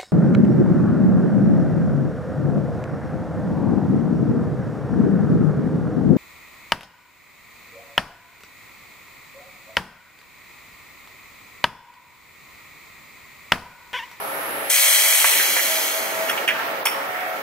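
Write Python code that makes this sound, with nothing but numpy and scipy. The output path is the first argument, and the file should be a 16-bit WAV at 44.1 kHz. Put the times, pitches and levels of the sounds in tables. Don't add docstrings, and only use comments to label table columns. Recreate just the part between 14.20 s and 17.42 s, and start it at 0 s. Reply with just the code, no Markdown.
import sys
import numpy as np
from scipy import signal
from scipy.fft import rfft, irfft
from scipy.io import wavfile
from scipy.ndimage import uniform_filter1d, minimum_filter1d

SR = 44100
rng = np.random.default_rng(int(sys.argv[2]) if len(sys.argv) > 2 else 0)


def master_out(mix):
    frames = np.transpose(np.atleast_2d(mix))
    ceiling = np.clip(frames, -1, 1)
    pcm = np.round(ceiling * 32767).astype(np.int16)
    wavfile.write(sys.argv[1], SR, pcm)


def boost_factor(decibels):
    exponent = np.asarray(decibels, float) / 20
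    return 10 ** exponent


N = 142002
T = np.arange(N) / SR
F = np.fft.rfftfreq(N, 1 / SR) + 1e-3

# start_s, level_db, nozzle_ring_db
JET = [
    (.4935, -19, 10),
    (.503, -18, 1),
    (.9, -19, 2),
    (1.17, -19, -2.5),
    (1.3, -21.5, -1),
    (1.63, -24.5, 1),
    (1.9, -33, -0.5),
    (2.1, -36.5, 3),
    (2.35, -55, -1),
]
NOTCH_HZ, NOTCH_WIDTH_HZ = 9250, 1500


def level(x, db):
    return x * boost_factor(db) / np.sqrt(np.mean(x ** 2))


def curve(table, col=1):
    points = np.array(table)
    return np.interp(T, points[:, 0], points[:, col])


def slope(table):
    points = np.array(table)
    return boost_factor(np.interp(np.log(F), np.log(points[:, 0]), points[:, 1]))


def ring(hz, width):
    return 1 / (1 + 2j * (F - hz) / width)


def ring_bank(modes):
    return sum(boost_factor(db) * ring(hz, width) for hz, width, db in modes)


def shape(x, gain):
    return irfft(rfft(x) * gain, N)


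def walk(rate):
    k = int(SR / rate)
    steps = np.repeat(rng.standard_normal(N // k + 1), k)
    return 1.4 * uniform_filter1d(uniform_filter1d(steps, k), k)[:N]


def pair(alike_hz):
    mid, side = rng.standard_normal((2, N))
    side = shape(side, np.clip(F / alike_hz, .35, 1))
    return np.array([mid + side, mid - side])


def flicker(x, own_db, rate, all_db):
    out, swell = 0, walk(2.73)
    octave = np.clip(np.log2(F), 6, 14)
    for centre in np.arange(6, 15):
        band = np.clip(1 - np.abs(octave - centre), 0, 1)
        out = out + shape(x, band) * boost_factor(own_db * walk(rate) + all_db * swell)
    return out


def place(x, wet_db):
    # frequency_hz, left_lead_rad
    port_phase = [(500, 1.4), (2100, 0.74), (3100, 1.61), (5800, 1.2), (8600, 1.38), (10000, 4.44),
                  (13500, 7.5), (15800, 7.6)]
    t = T[:SR]
    noise = rng.standard_normal((2, 2, SR))
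    dull = signal.lfilter([.25], [1, -.75], noise[0])
    tail = 2 * dull * boost_factor(-60 * t / 1) + noise[1] * boost_factor(-60 * t / .88)
    tail = tail * np.clip(t / .004, 0, 1)
    tail = tail / np.sqrt(np.sum(tail ** 2) / 2)
    wet = signal.fftconvolve(x[None], tail, axes=1)[:, :N]
    hz, lead = np.array(port_phase).T
    turn = np.exp(.5j * np.interp(np.log(F), np.log(hz), np.unwrap(lead)))
    return np.array([shape(x, turn), shape(x, 1 / turn)]) + boost_factor(wet_db) * wet


def hall():
    # frequency_hz, level_db (per Hz)
    hall_colour = [(60, -32.5), (692, -5.5), (742, -11), (1100, -10), (1720, -11.5), (4800, -28.5),
                   (9400, -34), (12700, -26), (15700, -26.5)]
    # start_s, level_db
    hall_level = [
        (0, -32),
        (.2, -29.5),
        (.49, -28.5),
        (.53, -36),
        (1.1, -30.5),
        (1.4, -30.5),
        (2.2, -27),
        (2.6, -28.5),
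        (2.85, -29),
        (3.22, -30.5),
    ]
    # frequency_hz, width_hz, level_db
    hall_rings = [(1322, 80, 2.5), (1827, 170, -1.5), (2200, 64, -1.5), (892, 68, 3)]
    roar = level(shape(pair(890.0), slope(hall_colour)), 0)
    roar = roar + level(shape(pair(990.0), ring_bank(hall_rings)), -4)
    return flicker(roar, 1.24, 9.23, 0.15) * boost_factor(curve(hall_level))


def leak():
    # start_s, level_db, pitch_hz
    leak_course = [
        (0, -37, 11200),
        (.2, -35, 11250),
        (.5, -34.5, 11080),
        (1.9, -40.5, 11880),
        (2.15, -57, 12030),
        (3.22, -49, 12800),
    ]
    turn = 2 * np.pi * np.cumsum(curve(leak_course, col=2)) / SR

    def slow(width_hz):
        return level(shape(pair(3000.), np.exp(-(F / width_hz) ** 2)), 1.5)

    def band(width_hz):
        return slow(width_hz) * np.cos(turn) + slow(width_hz) * np.sin(turn)

    core, skirt = band(270), band(2500)
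    return (core + boost_factor(1.5) * skirt) * boost_factor(curve(leak_course) + 0.27 * walk(27.0)) / 2


def hum():
    # pitch_hz, width_hz, level_db, start_s, end_s
    hum_tones = [
        (552, 20, -42, -1, 4),
        (649, 4, -36.5, 1.33, 2.42),
        (649, 12, -45, -1, 1.33),
        (649, 6, -42, 2.42, 4),
        (731, 4, -35, 2.77, 3.2),
        (788, 8, -46, -1, 4),
        (414, 5, -52, -1, 4),
        (300, 8, -53, -1, 4),
    ]
    out = 0
    for hz, width, db, start, end in hum_tones:
        phase = 2 * np.pi * np.cumsum(hz + width / 3 * walk(30.)) / SR
        tone = np.sin(phase + np.array([[0], [.6]])) * boost_factor(3 * walk(20.))
        out = out + level(tone, db) * np.clip((T - start) / 0.089, 0, 1) * np.clip((end - T) / 0.045, 0, 1)
    return out


def jet():
    # frequency_hz, level_db (per Hz)
    jet_colour = [(290, -64), (500, -39), (553, -28), (903, -34), (985, -20), (2240, -5.5), (3610, -7),
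                  (8440, -8), (15700, -9)]
    # frequency_hz, width_hz, level_db
    jet_rings = [(2000, 107, 0), (2250, 103, 3.5), (3210, 184, 2.5), (4180, 250, -5), (6390, 490, -2),
                 (7290, 150, -8), (8270, 67, -7), (8300, 110, -17), (10000, 270, -8), (11200, 690, -2.5),
                 (12400, 300, -7), (14000, 500, -5.5)]
    # frequency_hz, width_hz
    jet_dips = [(3660, 240), (4900, 460), (6950, 200), (7600, 150)]
    air = rng.standard_normal(N) * boost_factor(1 * walk(900.))
    broad = level(shape(air, slope(jet_colour) * np.clip(F / 900., 0, 1) ** 4), 0)
    rings = level(shape(air, ring_bank(jet_rings)), -7)
    gate = np.clip((T - JET[0][0]) / 0.0087, 0, 1) ** 2 * np.clip((JET[-1][0] - T) / .1, 0, 1)
    x = flicker(broad + rings * boost_factor(curve(JET, col=2)), 0, 11.0, 0.26)
    x = place(x * boost_factor(curve(JET)) * gate, -4)
    for hz, width in jet_dips:
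        depth = np.clip(.33 * (1 + .5 * walk(16)), 0, .95)
        x = x - depth * shape(x, np.abs(ring(hz, width)) ** 2)
    return x


def whistle():
    x = level(shape(pair(3700.0), ring(8600, 2100) ** 2), -25) * boost_factor(1.2 * walk(13.4))
    gate = np.clip((T - JET[0][0]) / 0.007, 0, 1) * np.clip((1.245 - T) / 0.15, 0, 1)
    pan_db = np.array([[.5], [-.5]]) * 7
    return x * gate * boost_factor(pan_db)


def clunks():
    # start_s, level_db, colour_hz, ring_t60_s, treble_db
    blows = [(1.042, -11, 1250, 0.047, -30), (1.197, -20.5, 1690, 0.11, -33),
             (1.365, -19.5, 1830, 0.089, -22), (1.363, -24.5, 620, 0.084, -38),
             (1.393, -21, 1790, 0.033, -30), (1.059, -24, 1930, 0.041, -30), (2.084, -29, 2500, 0.11, -7),
             (2.094, -21.5, 1510, 0.065, -2.5), (2.097, -23, 2800, 0.06, 0),
             (2.113, -25.5, 2000, 0.052, -6), (2.174, -23, 2500, 0.077, -26), (2.276, -16, 1970, 0.13, -14),
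             (2.284, -18, 2200, 0.1, -18), (2.305, -21, 1890, 0.06, -36), (2.347, -30.5, 1310, 0.15, -13),
             (2.39, -28, 1590, 0.17, -18), (2.6538, -16, 950, 0.037, 4), (2.657, -21.5, 2400, 0.086, 5),
             (2.668, -19, 2780, 0.046, -1), (2.672, -25, 1200, 0.054, 2), (2.678, -35, 2200, 0.34, 7)]
    # frequency_hz, level_db, t60_s (not used: each blow sets its own decay)
    frame_modes = [(956, -8, 0.43), (1187, -27, 0.18), (1630, -7, 5.0), (1790, 1, 0.28), (1982, 0, 0.52),
                   (2174, -5, 0.32), (2400, -15.5, 0.33), (2300, -3, 0.41), (2596, -1, 1.2),
                   (2860, 0, 0.13), (3030, 0, 0.12), (3234, 12, 1.0), (3650, -78, 0.51), (3740, -39, 0.22)]
    # frequency_hz, width_hz, level_db
    spit_rings = [(3160, 150, 13), (5426, 150, 16.5), (6500, 200, 2), (9280, 330, 7.5), (10670, 430, 8.5),
                  (11900, 180, 9.5), (13900, 340, 4)]
    # frequency_hz, width_hz
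    spit_dips = [(4100, 550), (7050, 380)]
    out, t = np.zeros(N + SR), T[:SR // 2]
    hz = np.fft.rfftfreq(len(t), 1 / SR) + 1

    def peak(f, width):
        return 1 / (1 + (2 * (hz - f) / width) ** 2)

    dips = np.prod([1 - 0.74 * peak(f, w) for f, w in spit_dips], axis=0)
    spit_gain = 1 + sum(boost_factor(d) * peak(f, w) for f, w, d in spit_rings)
    spit_gain = spit_gain * np.clip(hz / 2700.0, 0, 1) ** 2 * dips
    for at, db, centre, t60, treble_db in blows:
        noise, phase = rng.standard_normal((2, len(t))), rng.random(len(frame_modes))
        width_oct = max(0.86 + 0.05 * (db + 10.5), .3)

        def colour(f):
            return np.exp(-.5 * (np.log2(f / centre) / width_oct) ** 4)

        decay = boost_factor(-60 * t / t60)
        modes = 0
        for (f, d, _), p in zip(frame_modes, phase):
            shifted_hz = f * (1 + 0.0304 * np.sin(40 * p))
            modes = modes + boost_factor(d / 2) * colour(f) * np.sin(2 * np.pi * (shifted_hz * t + p))
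        skirt = boost_factor(-12.5) * np.clip(hz / centre, 0, (centre / hz) ** 1.3)
        rattle = irfft(rfft(noise[0]) * (colour(hz) + skirt) * dips * (hz > 480.), len(t))
        spit = irfft(rfft(noise[1]) * spit_gain, len(t))
        hit = (level(modes, 0) + level(rattle, 3)) * np.clip(t / 0.0026, 0, 1) * decay * boost_factor(db)
        hit = hit + level(spit, db + treble_db) * np.clip(t / 0.0013, 0, 1) * decay
        first = int(at * SR)
        out[first:first + len(t)] += hit
    return place(out[:N], -11)


def scene():
    return hall() + leak() + hum() + jet() + whistle() + clunks()


def limiter(x):
    # start_s, look_ahead_s, dip_db
    ducks = [
        (1.042, 0.013, -2.5),
        (2.275, 0.02, -4),
        (2.652, .018, -4),
    ]
    dip_db = 0
    for at, ahead, db in ducks:
        dip_db = dip_db + db * np.clip(np.minimum(T - at + ahead, at - T + .002) / 0.0027, 0, 1)
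    return x * boost_factor(dip_db)


def spectral_gate(x):
    # frequency_hz, level_db (relative to the frame)
    band_floor = [(3000, -42), (5000, -38), (7000, -37), (9500, -38), (12000, -41), (16000, -42)]
    f, _, s = signal.stft(x, SR, window="cosine", nperseg=2048, noverlap=1024)
    power = np.abs(s) ** 2

    treble_db = 10 * np.log10(np.sum(power[0, 350:450], axis=0) + 1e-9)
    chance = np.repeat(rng.standard_normal(len(treble_db)), 2)[:len(treble_db)]
    under_db = treble_db - np.percentile(treble_db, 85)
    down_oct = np.clip(under_db / 3.5, -1.3, 0) + np.minimum(under_db + 14, 0) / 6.5
    down_oct = np.clip(down_oct, np.log2(76 / 430), 0)
    cut_hz = 430 * 2 ** (down_oct + .5 * (.55 - down_oct) * np.clip(chance, -1.6, .4))
    keep = np.clip((f[:, None] - cut_hz) / 20.0, boost_factor(-45), 1)

    bands_db = 10 * np.log10(power[:, :1024].reshape(2, 64, 16, -1).sum(axis=2) + 1e-12)
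    hz = f[8:1024:16]
    frame_db = 10 * np.log10(minimum_filter1d(power.sum(axis=(0, 1)), size=5))
    frame_db = .8 * (frame_db + 17) - 17
    floor_db = frame_db + np.interp(hz, *np.array(band_floor).T, left=-99)[:, None]
    in_notch = np.abs(hz - NOTCH_HZ) < NOTCH_WIDTH_HZ * .7
    floor_db = floor_db + 13 * np.outer([0, 1], in_notch)[..., None]
    floor_db = floor_db + 2.2 * rng.standard_normal(bands_db.shape)
    alive = np.pad(np.repeat(bands_db > floor_db, 16, axis=1), ((0, 0), (0, 1), (0, 0)))

    near = np.abs(s.sum(axis=0, keepdims=True)) ** 2
    near = uniform_filter1d(uniform_filter1d(near, 7, axis=1), 2, axis=2)
    around = np.exp(uniform_filter1d(np.log(near + 1e-14), 61, axis=1))
    alive = alive & ((near > boost_factor(2 * -3.5) * around) | (f < 2500)[:, None])
    kept = s * keep * alive * (f < 15750)[:, None]
    return signal.istft(kept, SR, window="cosine", nperseg=2048, noverlap=1024)[1][:, :N]


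def empty_frames(x):
    # start_s, end_s, lowest_hz, highest_hz
    treble_gap = (2.634, 2.641, 3800, 12000)
    start, end, low, high = treble_gap
    gate = np.clip(np.minimum(T - start, end - T) / .0015, 0, 1)
    return x - gate * shape(x, (F > low) & (F < high))


def low_pass(x):
    return signal.sosfilt(signal.butter(12, 16860, fs=SR, output="sos"), x)


def record(dry):
    # frequency_hz, left_minus_right_db
    ports = [(100, -0.5), (700, 1), (2300, -4.5), (4400, 0.5), (6500, -2.5), (8800, 7.5), (10500, 1.5),
             (15000, -3)]
    half = np.sqrt(slope(ports))
    low_cut = F ** 2 / (F ** 2 + 62 ** 2)
    notch = 1 - .88 * np.abs(ring(NOTCH_HZ, NOTCH_WIDTH_HZ)) ** 2
    left = shape(dry[0], half * low_cut)
    right = shape(dry[1], notch * low_cut / half)
    mix = np.tanh(np.array([left, right]))
    mix = empty_frames(spectral_gate(limiter(mix)))
    return low_pass(mix)


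dry = scene()
out = record(dry)
master_out(out)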